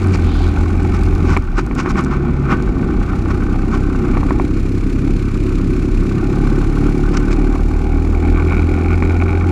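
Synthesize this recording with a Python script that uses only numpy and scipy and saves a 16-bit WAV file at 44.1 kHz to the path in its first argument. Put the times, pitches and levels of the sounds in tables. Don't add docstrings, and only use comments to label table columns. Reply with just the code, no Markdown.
import sys
import numpy as np
from scipy import signal
from scipy.fft import rfft, irfft, next_fast_len
from scipy.io import wavfile
from scipy.ndimage import uniform_filter1d, map_coordinates

SR = 44100
rng = np.random.default_rng(int(sys.argv[2]) if len(sys.argv) > 2 else 0)


def wrap_up_sound(samples):
    columns = np.atleast_2d(samples).T
    tamed = np.clip(columns, -1, 1)
    steps = np.round(tamed * 32767).astype(np.int16)
    wavfile.write(sys.argv[1], SR, steps)


N = 419391
TIME = np.arange(N) / SR

# (pitch [Hz], width [Hz], level [dB])
PANEL_NOTES = [(787, 11.4, 1), (1161, 230, 0), (1386, 132, 1), (1515, 74, -2), (1806, 44, -6.5),
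               (2254, 310, -11)]
# (pitch [Hz], width [Hz], level [dB])
FITTING_NOTES = [(1132, 102, 4.5), (1521, 42, 8.5)]
# (frequency [Hz], level [dB])
DRUM_TONE = [(50, -28.5), (110, -4.5), (150, 1.5), (195, 3), (250, 2), (310, 0), (380, -0.5), (420, -15),
             (470, -14.5), (540, -22), (700, -24.5), (1500, -60), (5000, -76)]


def amp(db):
    return 10 ** (np.asarray(db) / 20)


def unit(x):
    return x / np.sqrt(np.mean(x ** 2) + 1e-20)


def curve(points):
    return np.interp(TIME, *np.transpose(points))


def wobble(rate):
    return map_coordinates(rng.standard_normal(int(N * rate / SR) + 4), [TIME * rate])


def white():
    return rng.standard_normal(N)


def colour(x, tone):
    size = 2 * next_fast_len(N // 2 + 8192)
    hz, db = np.transpose(tone)
    log_gain = np.log(amp(np.interp(np.log(np.fft.rfftfreq(size, 1 / SR) + 1), np.log(hz), db)))
    cepstrum = irfft(log_gain)[:size // 2]
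    cepstrum[1:] *= 2
    return unit(irfft(rfft(x, size) * np.exp(rfft(cepstrum, size)))[:N])


def resonate(x, notes):
    size = next_fast_len(N + 8192)
    f = np.fft.rfftfreq(size, 1 / SR)
    gain = sum((-1) ** k * amp(db) * hz * width / (hz * hz - f * f + 1j * f * width)
               for k, (hz, width, db) in enumerate(notes))
    return unit(irfft(rfft(x, size) * gain, size)[:N])


def fade(taps, life_s):
    return signal.lfilter([1], [1, -np.exp(-1 / (life_s * SR))], taps)


def strokes(cycles, jitter_s, scatter_db):
    at = np.flatnonzero(np.diff(np.floor(cycles)) > 0)
    late, size = rng.standard_normal((len(at), 2)).T
    when = np.clip(at + late * jitter_s * SR, 0, N - 1).astype(int)
    return np.bincount(when, amp(scatter_db * size), N)


def once_a_cycle(cycles, lag, depth_db):
    return unit(amp(depth_db * np.cos(np.pi * (cycles - lag)) ** 4))


def wind():
    # (time [s], level [dB])
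    gusts = [(0, -22.5), (1.2, -15), (1.75, -19), (2.2, -27), (2.9, -16), (3.7, -27.5), (4.35, -18.5),
             (5.6, -24), (6.6, -25.5), (9.5, -23.5)]
    # (frequency [Hz], level [dB])
    tone = [(10, -23.5), (22, -9.5), (35, 6.5), (50, 4), (70, -11), (120, -7), (400, -72)]
    return amp(curve(gusts) + 1.2 * wobble(5)) * colour(white(), tone)


def swish():
    swell = np.exp(-((TIME - .37) / .14) ** 2)
    return amp(-40) * swell * colour(white(), [(1500, -30), (3000, 3), (3700, 4), (4800, -2), (8000, -42)])


def track():
    # (start [s], panel rattle [dB], tray buzz [dB], drumming [dB])
    stretches = [(0, -35.5, -35, -20), (1.2, -34, -37.5, -18), (3.2, -35.5, -38, -18.5),
                 (4.45, -42.5, -49, -19.5), (5.3, -40.5, -52, -18.5), (6.12, -36, -35.5, -18),
                 (7.45, -39, -34.5, -20.5), (8.3, -36, -33, -18.5)]
    blend_s = .15
    starts, *levels = np.transpose(stretches)
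    current = np.searchsorted(starts[1:], TIME)
    return [uniform_filter1d(db[current], int(blend_s * SR)) for db in levels]


def chips():
    # (time [s], relative level [dB])
    stones = [(1.3724, -23.5), (1.6647, -25), (1.752, -23), (1.8983, -27), (2.047, -25), (2.624, -31)]
    # (frequency [Hz], level [dB])
    tone = [(1500, -25), (4000, 7.5), (7500, 6), (13500, -12), (15400, -20)]
    grains_per_s, sand_until_s = 30, 2.1
    hits, t = np.zeros(N + SR), np.arange(SR // 50) / SR
    for start, db in stones:
        click = rng.standard_normal(len(t)) * np.exp(-t / .0014)
        hits[round(start * SR):][:len(t)] += amp(db + 1) * click / np.abs(click).max()
    grains = (rng.random(N) < grains_per_s / SR) * rng.random(N) * (TIME < sand_until_s)
    clicks = hits[:N] + amp(-28.5) * white() * fade(grains, life_s=.0006)
    return clicks.std() * colour(clicks, tone)


def skids():
    # (middle [s], level [dB], half length [s], grit compared with the level [dB])
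    bursts = [(0.147, -29, 0.0094, -1), (0.953, -30, 0.01, -6.5), (1.315, -26.5, 0.029, -8),
              (1.588, -18, 0.0082, -9), (1.797, -23, 0.011, -5), (1.869, -26, 0.011, -23),
              (1.907, -24.5, 0.0055, -8.5), (1.989, -19, 0.012, -14.5), (2.129, -28.5, 0.018, -16),
              (2.52, -16, 0.016, -23), (3.31, -24.5, 0.0078, -16), (3.741, -25.5, 0.015, -14.5),
              (7.146, -26.5, 0.0084, -10), (7.174, -22.5, 0.0032, -1.5), (7.317, -31, 0.0035, -1),
              (7.331, -30.5, 0.0033, 0.5)]
    # (frequency [Hz], level [dB])
    grit_tone = [(800, -12.5), (2400, 13.5), (3300, -2), (5500, 4), (7500, -4.5), (9000, -14), (12000, -34),
                 (15400, -39)]
    shake, grit = np.zeros(N), np.zeros(N)
    for middle, db, half_s, grit_db in bursts:
        swell = amp(db) / (1 + ((TIME - middle) / half_s) ** 4) ** .5
        shake += swell
        grit += swell * amp(grit_db)
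    body = resonate(white(), PANEL_NOTES) + amp(2.5) * colour(white(), DRUM_TONE)
    body += amp(-7.5) * resonate(white(), FITTING_NOTES)
    spray = colour(white() * amp(3.3 * wobble(700)), grit_tone)
    return shake * body + grit * spray


def knocks():
    # (time [s], level [dB], brightness [dB per octave])
    blows = [(1.366, -5, 5), (1.371, -5.5, 4), (1.711, -16, 6), (1.86, -7.5, 0), (1.956, -18, 2),
             (4.17, -11.5, -4), (4.231, -13, -4), (4.307, -6, -1), (4.398, -8, -2), (7.558, -17, 4),
             (8.523, -13, 4), (9.024, -7.5, 4)]
    # (pitch [Hz], level [dB], time to fade by 60 dB [s])
    notes = [(510, -8.5, 0.015), (780, -6, 0.02), (960, 9, 0.0075), (1125, 1, 0.023), (1287, -5, 0.015),
             (1790, -7.5, 0.011), (2270, -1.5, 0.013)]
    out, t = np.zeros(N + SR), np.arange(SR // 8) / SR
    for start, db, brightness in blows:
        ring = np.zeros(len(t))
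        for hz, note_db, fade_s in notes:
            struck_db = note_db + brightness * np.log2(hz / 1000) + rng.normal(0, 2.2)
            ring += amp(struck_db - 60 * t / fade_s) * np.sin(2 * np.pi * (hz * t + rng.random()))
        ring *= 1 - np.exp(-(t / .0005) ** 2)
        thud = .65 * amp(-60 * t / .034) * np.sin(2 * np.pi * 290 * t)
        out[round(start * SR):][:len(t)] += amp(db) * (ring / np.abs(ring).max() + thud)
    return out[:N]


def rattle(cycles, rattle_db):
    jolts = (rng.random(N) < 60 / SR) * rng.random(N)
    clumps = 1 + 1.8 * np.tanh(2 * fade(jolts, life_s=.003))
    contacts = white() * (rng.random(N) < 2500 / SR)
    clinks = strokes(2 * cycles, jitter_s=.003, scatter_db=2) * (rng.random(N) < .3)
    sound = resonate(contacts * clumps, PANEL_NOTES) + .6 * resonate(clinks, FITTING_NOTES)
    return amp(rattle_db + wobble(15)) * sound


def strain(rate, throttle):
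    full_rate_hz, shut_db, db_per_hz = 40.9, -28.5, 4.5
    return amp(shut_db * (1 - throttle) - db_per_hz * np.maximum(full_rate_hz - rate, 0))


def loose_parts(cycles, effort, buzz_db):
    # (start [s], length [s])
    spells = [(8.345, 0.093), (8.464, 0.19), (8.882, 0.072), (9.024, .1), (9.157, .26)]
    # (pitch [Hz], width [Hz], level [dB])
    part_notes = [(1444, 29, 5.5), (2230, 130, 3), (2410, 190, 0), (3880, 79, -17.5)]
    # (pitch [Hz], width [Hz], level [dB])
    tray_notes = [(444, 75, -2), (737, 133, -1.5), (827, 67, 2.5)]
    rest_db, strain_db, spell_boost_db = -51, -37, 6.5
    in_spell = sum((TIME > start) & (TIME < start + length) for start, length in spells)
    tick_gain = amp(rest_db) + effort * amp(strain_db + spell_boost_db * in_spell)
    force = amp(2.5 * np.tanh(1.5 * wobble(25)))
    force *= np.where(rng.random(N) < .55, 1, .25)
    taps = strokes(2 * cycles + .3, jitter_s=.0008, scatter_db=1.8) * force
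    bounces = unit(fade(taps, life_s=.0039))
    ticks = .85 * resonate(taps, part_notes) + .6 * resonate(white() * bounces, PANEL_NOTES)
    buzz = resonate(white() * (1 + 1.15 * bounces), tray_notes)
    return tick_gain * ticks + amp(buzz_db) * buzz


def howl(cycles, effort):
    # (pitch [Hz], width [Hz], level [dB])
    notes = [(169, 37, -3.5), (391, 36, 4.5)]
    firings = strokes(cycles + .33, jitter_s=.0003, scatter_db=2)
    return amp(-29) * effort * resonate(firings, notes)


def fizz(rush, throttle):
    from_hz, shut_db, open_db = 9000, -4.5, 2
    top = signal.sosfiltfilt(signal.butter(3, from_hz, "high", fs=SR, output="sos"), rush)
    return rush + (amp(shut_db * (1 - throttle) + open_db * throttle) - 1) * top


def hiss(cycles, throttle):
    # (time [s], relative level [dB])
    levels = [(0, -44.5), (1.3, -46), (2.2, -51), (3.0, -48.5), (4.2, -47.5), (6.7, -45.5), (7.9, -49.5),
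              (8.5, -47.5), (9.5, -49)]
    # (frequency [Hz], level [dB])
    tone = [(400, -24), (900, 6.5), (1500, 8), (1950, 6.5), (2350, 13.5), (3100, 0), (4200, 1.5),
            (5000, -2.5), (7200, -4), (8300, -9), (10200, -11), (11500, -18), (13500, -20.5), (15400, -40)]
    # (pitch [Hz], width [Hz], level [dB])
    metal_notes = [(3850, 67, -1), (4340, 64, 6), (5110, 69, 4), (5900, 60, 3.5), (6800, 115, 0.5),
                   (7300, 150, 0)]
    puffs = once_a_cycle(cycles, lag=.016, depth_db=5.5 + throttle)
    snaps = fade(strokes(cycles + .04, jitter_s=.0009, scatter_db=2.5), life_s=.003)
    rush = colour(white() * (puffs + .2 * throttle * unit(snaps)), tone)
    ring = resonate(white() * puffs, metal_notes)
    sound = amp(5.5) * fizz(rush, throttle) + amp(-8) * throttle * ring
    return amp(curve(levels) + 1.15 * wobble(35)) * sound


def throb(cycles, rate, throttle):
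    # (pitch [Hz], width [Hz], level [dB])
    notes = [(33.2, 7, -18.5), (38.2, 9.4, -15.5), (62.6, 8.7, -20), (81.3, 9, -15.5), (90.5, 15.3, -13.5),
             (102.7, 14, -16.5), (140, 14.5, -27), (168, 37, -30.5)]
    waver = .075 - .05 * throttle
    shut = (1 - throttle) ** 2
    braking = np.exp(-((TIME - 2.27) / .29) ** 4)
    firing_db, shaft_db = -15.5 * shut, -4.5 * shut + 10 * braking
    out = np.zeros(N)
    for k, drive_db in enumerate([firing_db, shaft_db, firing_db - 6.5, shaft_db], 1):
        power = sum((amp(db) / (1 + (2 * (k * rate - hz) / width) ** 2)) ** 2 for hz, width, db in notes)
        level = np.sqrt(2 * power) * amp(drive_db + 1.54 * wobble(16))
        out -= level * np.cos(2 * np.pi * (k * (cycles - .13) + waver * wobble(13)))
    return out


def exhaust_and_road(cycles, throttle, drum_db):
    # (frequency [Hz], level [dB])
    tone = [(90, -56), (140, -9.5), (185, -2), (222, -10), (262, 3), (295, 5), (335, -1.5), (385, 0),
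            (425, -17.5), (470, -12.5), (540, -26.5), (2000, -80)]
    thumps = colour(strokes(cycles + .33, jitter_s=.0001, scatter_db=1.6), tone)
    road = colour(white() * once_a_cycle(cycles, lag=.5, depth_db=2 * throttle), DRUM_TONE)
    share = .58 * throttle ** 2
    return amp(drum_db + wobble(7)) * (np.sqrt(share) * thumps + np.sqrt(1 - share) * road)


def dip():
    start_s, depth_db, hold_s, recover_s = 1.385, -6.5, .19, .37
    since = TIME - start_s
    drop = np.clip(since / .0076, 0, 1)
    hold = np.clip(1 - (since - hold_s) / recover_s, 0, 1)
    return amp(depth_db * drop * hold)


def scene():
    # (time [s], firing rate [Hz])
    speeds = [(0.0, 48.0), (0.33, 39.6), (0.6, 42.2), (1.3, 42.2), (1.5, 36.7), (2.4, 34.9), (2.7, 32.6),
              (2.9, 32.5), (3.1, 31.3), (3.35, 32.5), (4.1, 32.5), (5.1, 33.85), (5.7, 33.0), (6.3, 34.3),
              (6.6, 35.3), (7.3, 36.6), (8.7, 41.5), (9.51, 43.75)]
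    # (time [s], opening [0 to 1])
    pedal = [(0, .5), (1.25, .45), (1.45, .1), (2.5, .15), (3.2, .6), (4.5, .8), (6.3, .8), (6.8, 1),
             (8.2, 1), (9.5, .85)]
    rate, throttle = curve(speeds), curve(pedal)
    cycles = np.cumsum(rate * (1 + .003 * wobble(14))) / SR
    effort = strain(rate, throttle)
    rattle_db, buzz_db, drum_db = track()
    drive = throb(cycles, rate, throttle) + exhaust_and_road(cycles, throttle, drum_db)
    drive += hiss(cycles, throttle)
    frame = rattle(cycles, rattle_db) + loose_parts(cycles, effort, buzz_db)
    jolts = knocks() + skids()
    return (dip() * (drive + frame + chips()) + jolts + swish() + wind() + howl(cycles, effort))[None]


def record(dry):
    ceiling, top_hz = .85, 15450
    rounded = dry / (1 + np.abs(dry / ceiling) ** 8) ** (1 / 8)
    size = next_fast_len(N + 8192)
    return irfft(rfft(rounded, size) * (np.fft.rfftfreq(size, 1 / SR) < top_hz), size)[:, :N]


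dry = scene()
out = record(dry)
wrap_up_sound(out)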